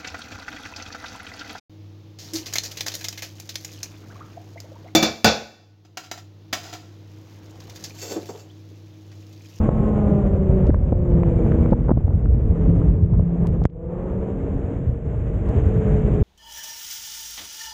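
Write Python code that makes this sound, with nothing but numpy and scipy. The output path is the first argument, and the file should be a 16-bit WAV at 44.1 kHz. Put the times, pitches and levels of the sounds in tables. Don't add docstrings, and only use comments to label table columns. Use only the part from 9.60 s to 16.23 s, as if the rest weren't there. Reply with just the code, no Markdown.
import sys
import numpy as np
from scipy import signal
from scipy.fft import rfft, irfft
from scipy.io import wavfile
from scipy.ndimage import uniform_filter1d, minimum_filter1d

SR = 44100
rng = np.random.default_rng(int(sys.argv[2]) if len(sys.argv) > 2 else 0)


def generate_wav(signal):
    frames = np.transpose(np.atleast_2d(signal))
    scaled = np.clip(frames, -1, 1) * 32767
    pcm = np.round(scaled).astype(np.int16)
    wavfile.write(sys.argv[1], SR, pcm)


N = 292383
TIME = np.arange(N) / SR
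BINS = np.fft.rfftfreq(N, 1 / SR)
BLOW_S = 4.0539

# (time [s], relative level [dB], centre [Hz])
POPS = [(0.09, -6.5, 226), (1.094, 2.5, 102.7), (1.104, -19, 323), (1.144, -13, 295), (1.324, -4, 147.6),
        (1.634, -15, 418.4), (1.92, -18, 446), (2.06, -18, 352.1), (2.123, -2.5, 148), (2.129, -3.5, 191),
        (2.1327, -6, 204), (2.284, -16.5, 302), (2.293, -4.5, 205), (2.306, -8, 251), (2.314, 1.5, 150),
        (2.317, -8.5, 247), (2.374, -9.5, 160.8), (2.38, -30, 245), (2.48, -16.5, 196), (2.505, -21, 211),
        (2.658, -25.5, 393), (3.217, -20, 302.8), (3.595, -16, 187.6), (4.017, -14.5, 196)]


def amp(db):
    return 10 ** (np.asarray(db) / 20)


def unit_rms(x):
    return x / np.sqrt(np.mean(x ** 2) + 1e-20)


def curves(rows):
    s, *columns = np.transpose(rows)
    return [np.interp(TIME, s, c) for c in columns]


def bump(s, length):
    return np.exp(-(2 * (TIME - s) / length) ** 2)


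def noise(spectrum):
    hz, db = np.transpose(spectrum)
    colour = amp(np.interp(np.log(BINS + 1), np.log(hz), db))
    return unit_rms(irfft(rfft(rng.standard_normal(N)) * colour, N))


def drift(rate_hz):
    return unit_rms(irfft(rfft(rng.standard_normal(N)) / (1 + (BINS / rate_hz) ** 4), N))


def filtered(x, hz, kind, order):
    return signal.sosfilt(signal.butter(order, hz, kind, fs=SR, output="sos"), x)


def add(mix, s, sound):
    part = mix[max(round(s * SR), 0):][:len(sound)]
    part += sound[:len(part)]


def partial(turns, flutter, smear):
    phase = 2 * np.pi * (turns + rng.random()) + smear * drift(rate_hz=5.7)
    return np.sqrt(2) * np.cos(phase) * (1 + flutter * drift(rate_hz=32))


def resonance_db(modes, hz):
    return sum(db / (1 + (2 * (hz - centre) / width) ** 2) for centre, width, db in modes)


def click(top_hz):
    pulse = filtered(signal.unit_impulse(256), top_hz, "low", order=6)
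    pulse = filtered(pulse, 3400, "low", order=1)
    return pulse / abs(pulse).max()


def follower():
    # (start [s], length [s], first pitch [Hz], last pitch [Hz], top level [dB])
    swells = [(1.621, 0.8, 211.1, 253, -25), (2.852, 0.64, 267, 297.2, -31.5),
              (4.453, 1, 266.5, 277.3, -34)]
    out = np.zeros(N)
    for start, length, first_hz, last_hz, db in swells:
        progress = np.clip((TIME - start) / length, 0, 1)
        turns = np.cumsum(first_hz + (last_hz - first_hz) * progress) / SR
        out += amp(db) * np.sin(np.pi * progress) ** 2 * partial(turns, flutter=0.39, smear=0.05)
    return out


def grit(spread_db=5.5):
    # (start [s], end [s], rate [1/s], level before filtering [dB], low [Hz], high [Hz])
    showers = [(0, 4.2, 35, -59, 2800, 5500), (4.3, 6, 50, -64, 6000, 15000)]
    out = np.zeros(N)
    for start, end, per_s, db, low_hz, high_hz in showers:
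        size_db = spread_db * np.minimum(rng.exponential(1, N), 2)
        hits = (rng.random(N) < per_s / SR) * (TIME > start) * (TIME < end)
        grains = filtered(hits * amp(db + size_db), low_hz, "high", order=2)
        out += filtered(grains, high_hz, "low", order=4)
    return out


def ticks():
    # (time [s], peak [dB], treble cutoff [Hz])
    clicks = [(1.070, -32.5, 6400), (2.11, -39.5, 5000), (3.871, -26, 14000), (4.0393, -31.5, 7000),
              (4.0993, -49, 3400), (5.89, -33.5, 12600)]
    out = np.zeros(N)
    for s, db, hz in clicks:
        add(out, s, amp(db) * click(hz))
    return out


def wind_db():
    # (time [s], relative level [dB])
    trend_points = [(0, -21.5), (1.1, -20.5), (2.4, -18.5), (4.05, -20), (4.2, -30), (5.25, -27.5),
                    (6.05, -19), (6.63, -19)]
    # (time [s], length [s], change [dB])
    gusts = [(0.288, 0.031, -8.5), (1.463, 0.04, -5.5), (2.166, 0.019, -14), (2.432, 0.03, -9.5),
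             (2.954, 0.02, -9), (3.384, 0.2, 3), (3.489, 0.056, -11), (3.6, 0.12, 7), (3.73, 0.2, -11),
             (5.286, 0.05, 8.5), (5.418, .1, -4.5)]
    trend, = curves(trend_points)
    return trend + sum(db * bump(s, length) for s, length, db in gusts)


def wind(gain_db=1.5, steadiness=0.79, chop_db=2.0):
    # (frequency [Hz], relative density [dB])
    spectrum = [(15, -19), (30, -11), (48, 1), (70, -1.5), (115, -2.5), (160, -6.5), (230, -17),
                (400, -31.5), (2000, -92.5)]
    rumble = noise(spectrum)
    envelope = np.sqrt(abs(uniform_filter1d(rumble ** 2, size=4000)) + 1e-6)
    steadied = unit_rms(rumble / envelope ** steadiness)
    return amp(wind_db() + gain_db + chop_db * drift(rate_hz=11)) * steadied


def buffeted(rumble, pitch_hz=78, length_s=.024, displaced=.6):
    # (time [s], level [dB])
    thumps = [(0.468, -11), (0.745, -11.5), (1.094, -7.5), (1.153, -10.5), (1.237, -9.5), (2.011, -11),
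              (2.451, -8), (2.549, -8), (2.697, -8.5), (2.736, -8), (3.286, -6), (3.439, -6.5),
              (3.603, -7.5), (5.981, -9.5), (6.072, -7.5), (6.345, -7)]
    for s, db in thumps:
        phase, speed = rng.random(2)
        swell = bump(s, length_s)
        hz = pitch_hz * (.88 + .24 * speed)
        swing = np.cos(2 * np.pi * (hz * (TIME - s) + phase))
        rumble = rumble * (1 - displaced * swell) + amp(db) * swell * swing
    return rumble


def eddy(hz):
    angle = 2 * np.pi * hz * np.arange(-1024, 1024) / SR
    lag = rng.uniform(1.5, 4)
    front, wake = np.exp(2j * np.pi * rng.random(2))
    swing = front / (1 - 1j * angle) ** 2 + .7 * wake / (1 - 1j * (angle - lag)) ** 3
    return swing.real * signal.windows.hann(len(angle))


def eddies(rows):
    out = np.zeros(N)
    for s, db, hz in rows:
        pulse = eddy(hz)
        add(out, s - len(pulse) / 2 / SR, amp(db) * pulse)
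    return out


def puffs(gain_db=-7, spread_db=6, centre_hz=88, count=70):
    floor_db = wind_db() + gain_db
    rows = [(when * N / SR, floor_db[int(when * N)] + spread_db * size, centre_hz * 2 ** (speed - .5))
            for when, size, speed in rng.random((count, 3))]
    return eddies(rows)


def pops(gain_db=-1.5, thud_db=-4.5, thud_hz=70, crunch=0.07, crunch_hz=700):
    thuds = [(s, db + thud_db, thud_hz) for s, db, _ in POPS]
    pressure = eddies(list(POPS) + thuds)
    turbulence = unit_rms(filtered(rng.standard_normal(N), crunch_hz, "low", order=3))
    return amp(gain_db) * pressure * (1 + crunch * turbulence)


def pop_dips(threshold_db=-11, share=0.75, recovery_s=0.12):
    dips_db = [share * (db - threshold_db) * (TIME > s) * np.exp(-abs(TIME - s) / recovery_s)
               for s, db, _ in POPS]
    deepest_db = np.maximum(np.max(dips_db, axis=0), 0)
    return amp(-uniform_filter1d(deepest_db, size=400))


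def blow(clip_db=-2.8, over_db=.8, crack_db=-24, fall_s=0.007, front_hz=900, port_hz=80, port_q=1.13):
    step = filtered(np.exp(-np.arange(4096) / SR / fall_s), front_hz, "low", order=2)
    omega = 2 * np.pi * port_hz
    port_highpass = signal.bilinear([1, 0, 0], [1, omega / port_q, omega ** 2], SR)
    push = signal.lfilter(*port_highpass, step)
    clipped = np.clip(amp(over_db) * push / abs(push).max(), -1, 1)
    out = np.zeros(N)
    add(out, BLOW_S - .0003, amp(crack_db) * click(top_hz=8000))
    add(out, BLOW_S, amp(clip_db) * clipped)
    return out


def blow_dip(depth_db=24, recovery_s=0.12, lead_s=0.0057):
    since = TIME - BLOW_S + lead_s
    drop = (since > 0) * np.exp(-abs(since) / recovery_s)
    return amp(-depth_db * uniform_filter1d(drop, size=200))


def splashes():
    # (time [s], length [s], level [dB])
    throws = [(3.546, 0.037, -43.5), (3.855, 0.026, -37.5), (4.44, 0.38, -42.5), (5.917, 0.13, -42)]
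    # (frequency [Hz], relative density [dB])
    spectrum = [(300, 1.5), (900, 8.5), (1400, -3), (2600, -21), (4500, -44), (9000, -60.5)]
    return sum(amp(db) * bump(s, length) for s, length, db in throws) * noise(spectrum)


def tyres(firing_turns, roar_db=-27, spray_db=-53.5, clump_db=1.1, throb=0.39, door_db=4.5):
    # (time [s], effort [dB])
    churn = [(0, 4), (.4, 2.5), (.8, -2), (1.08, 0.5), (1.24, -3.5), (1.95, 2.5), (2.5, -6.5), (2.72, -8.5),
             (3.03, -0.8), (3.24, -2.5), (3.44, -10.5), (3.83, -3.5), (4.17, -10.5), (4.45, -4),
             (5.1, -3.5), (5.37, -11), (5.84, -3.5), (5.9, 0.1), (6.63, 0.1)]
    # (frequency [Hz], relative density [dB])
    roar_spectrum = [(40, -17), (130, 10.5), (290, 4.5), (450, 5.5), (620, -3), (800, -11), (1200, -18),
                     (2000, -42), (7000, -81.5)]
    # (frequency [Hz], relative density [dB])
    spray_spectrum = [(300, -5), (900, -4), (1500, 5.5), (2200, 0.5), (3000, -7), (3700, -15.5),
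                      (4500, -30.5), (5500, -28), (6400, -17), (7100, -16), (8000, -20), (9200, -44),
                      (15000, -52.5)]
    effort, = curves(churn)
    by_door = np.clip((TIME - 4.69) / 0.76, 0, 1)
    clumps = clump_db * drift(rate_hz=18)
    roar = amp(roar_db + 0.98 * effort + clumps) * noise(roar_spectrum)
    spray = amp(spray_db + 0.99 * effort + door_db * by_door + clumps) * noise(spray_spectrum)
    return roar * (1 + throb * np.cos(2 * np.pi * firing_turns)) + spray


def intake(middle_s=1.97, length_s=.55, pitch_hz=2298, glide_hz_per_s=-165, level_db=-62, rough=0.85):
    hz = pitch_hz + glide_hz_per_s * (TIME - middle_s)
    tone = partial(np.cumsum(hz) / SR, flutter=.3, smear=2)
    breathy = unit_rms(tone * (1 + rough * drift(rate_hz=70)))
    return amp(level_db) * bump(middle_s, length_s) * breathy


def driveline(blur_cycles=.22):
    # (time [s], gear mesh rate [Hz], level [dB])
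    whine = [(.7, 618, -50.5), (.98, 589, -36), (1.25, 590, -41), (1.45, 568, -40), (1.8, 522.5, -45),
             (2.4, 458.3, -54.5), (2.75, 446, -37), (3.2, 430.2, -35.5), (4.05, 413.5, -48.5),
             (4.62, 450.7, -36.5), (5.2, 467.8, -42.5), (5.8, 453.5, -41), (6.3, 431.7, -26),
             (6.63, 415.7, -37)]
    hz, db = curves(whine)
    blur = blur_cycles * bump(s=3.1, length=1.6) * drift(rate_hz=18)
    return amp(db) * partial(np.cumsum(hz) / SR + blur, flutter=.2, smear=.25)


def engine(bonnet_db=18, full_pull_db=1.5, full_pull_hz_per_s=190):
    # (time [s], firing rate [Hz], level [dB])
    firing = [(0, 217.5, -24.5), (.15, 218, -23.5), (.5, 205.6, -19.5), (.87, 189.9, -26.5),
              (1.05, 188, -20.5), (1.3, 182.4, -35), (1.6, 172.4, -22), (1.85, 163.9, -29),
              (2.15, 161, -24), (2.75, 165.8, -42), (3.15, 171, -18.5), (3.45, 170.5, -26),
              (3.83, 171.3, -19.5), (3.98, 169, -29), (4.15, 163.3, -31), (4.55, 188.2, -30),
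              (5.4, 212.9, -49), (6.05, 199.8, -30.5), (6.63, 208, -28.5)]
    # (time [s], octave [dB], rasp [dB])
    overtones = [(0, -47, -53), (.5, -32, -36.5), (.98, -27.5, -40), (1.17, -39.5, -40), (1.5, -27.5, -36),
                 (2.12, -30.5, -37), (2.5, -50.5, -61), (3.15, -38, -57), (3.95, -44, -66),
                 (4.17, -38.5, -37.5), (4.48, -35.5, -38), (4.9, -59.5, -54.5), (5.45, -64, -57),
                 (6.3, -51.5, -45), (6.63, -29, -64)]
    # (multiple of the firing rate, relative level [dB])
    orders = [(2.83, -4.5), (3, -2.5), (3.831, -16.5), (4.001, -17.5), (4.83, -26), (4.999, -22),
              (5.829, -25.5), (5.999, -26.5), (7, -29.5)]
    # (centre [Hz], width [Hz], gain [dB])
    pipe_modes = [(478, 44, 6), (612, 40, 6), (672, 50, 4)]
    # (centre [Hz], width [Hz], gain [dB])
    bay_modes = [(1078, 46, 13.5), (1275, 80, 5)]
    hz, firing_db = curves(firing)
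    octave_db, rasp_db = curves(overtones)
    rise_hz_per_s = uniform_filter1d(np.gradient(hz) * SR, size=8000)
    pull_db = full_pull_db * np.tanh(rise_hz_per_s / full_pull_hz_per_s)
    turns = np.cumsum(hz * (1 + 0.0011 * drift(rate_hz=18))) / SR
    out = amp(firing_db) * partial(turns, flutter=0.22, smear=0.05)
    out += amp(octave_db - pull_db) * partial(2 * turns, flutter=0.14, smear=0.06)
    facing = np.interp(TIME, [0.043, 0.96], [1, 0])
    for multiple, db in orders:
        upper = multiple > 3.5
        between = abs(multiple - round(multiple)) > .1
        pipe_db = resonance_db(pipe_modes, multiple * hz)
        bay_db = facing * (resonance_db(bay_modes, multiple * hz) + bonnet_db * upper)
        level_db = rasp_db + db + (-pull_db if between else pull_db) + pipe_db + bay_db
        out += amp(level_db) * partial(multiple * turns, flutter=0.2, smear=0.045 * multiple)
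    return out, turns


def scene():
    exhaust, firing_turns = engine()
    cars = exhaust + driveline() + intake() + follower() + tyres(firing_turns) + splashes()
    drive = cars * pop_dips() + buffeted(wind()) + pops() + puffs()
    return (drive * blow_dip() + blow() + ticks() + grit())[None]


def record(dry):
    ceiling, cutoff_hz = .73, 15500
    needed_gain = np.minimum(1, ceiling / (abs(dry) + 1e-9))
    held_gain = minimum_filter1d(needed_gain, size=400)
    gain = uniform_filter1d(uniform_filter1d(held_gain, size=200), size=200)
    end_fades = signal.windows.tukey(N, .001)
    return filtered(dry * gain * end_fades, cutoff_hz, "low", order=16)


dry = scene()
out = record(dry)
generate_wav(out)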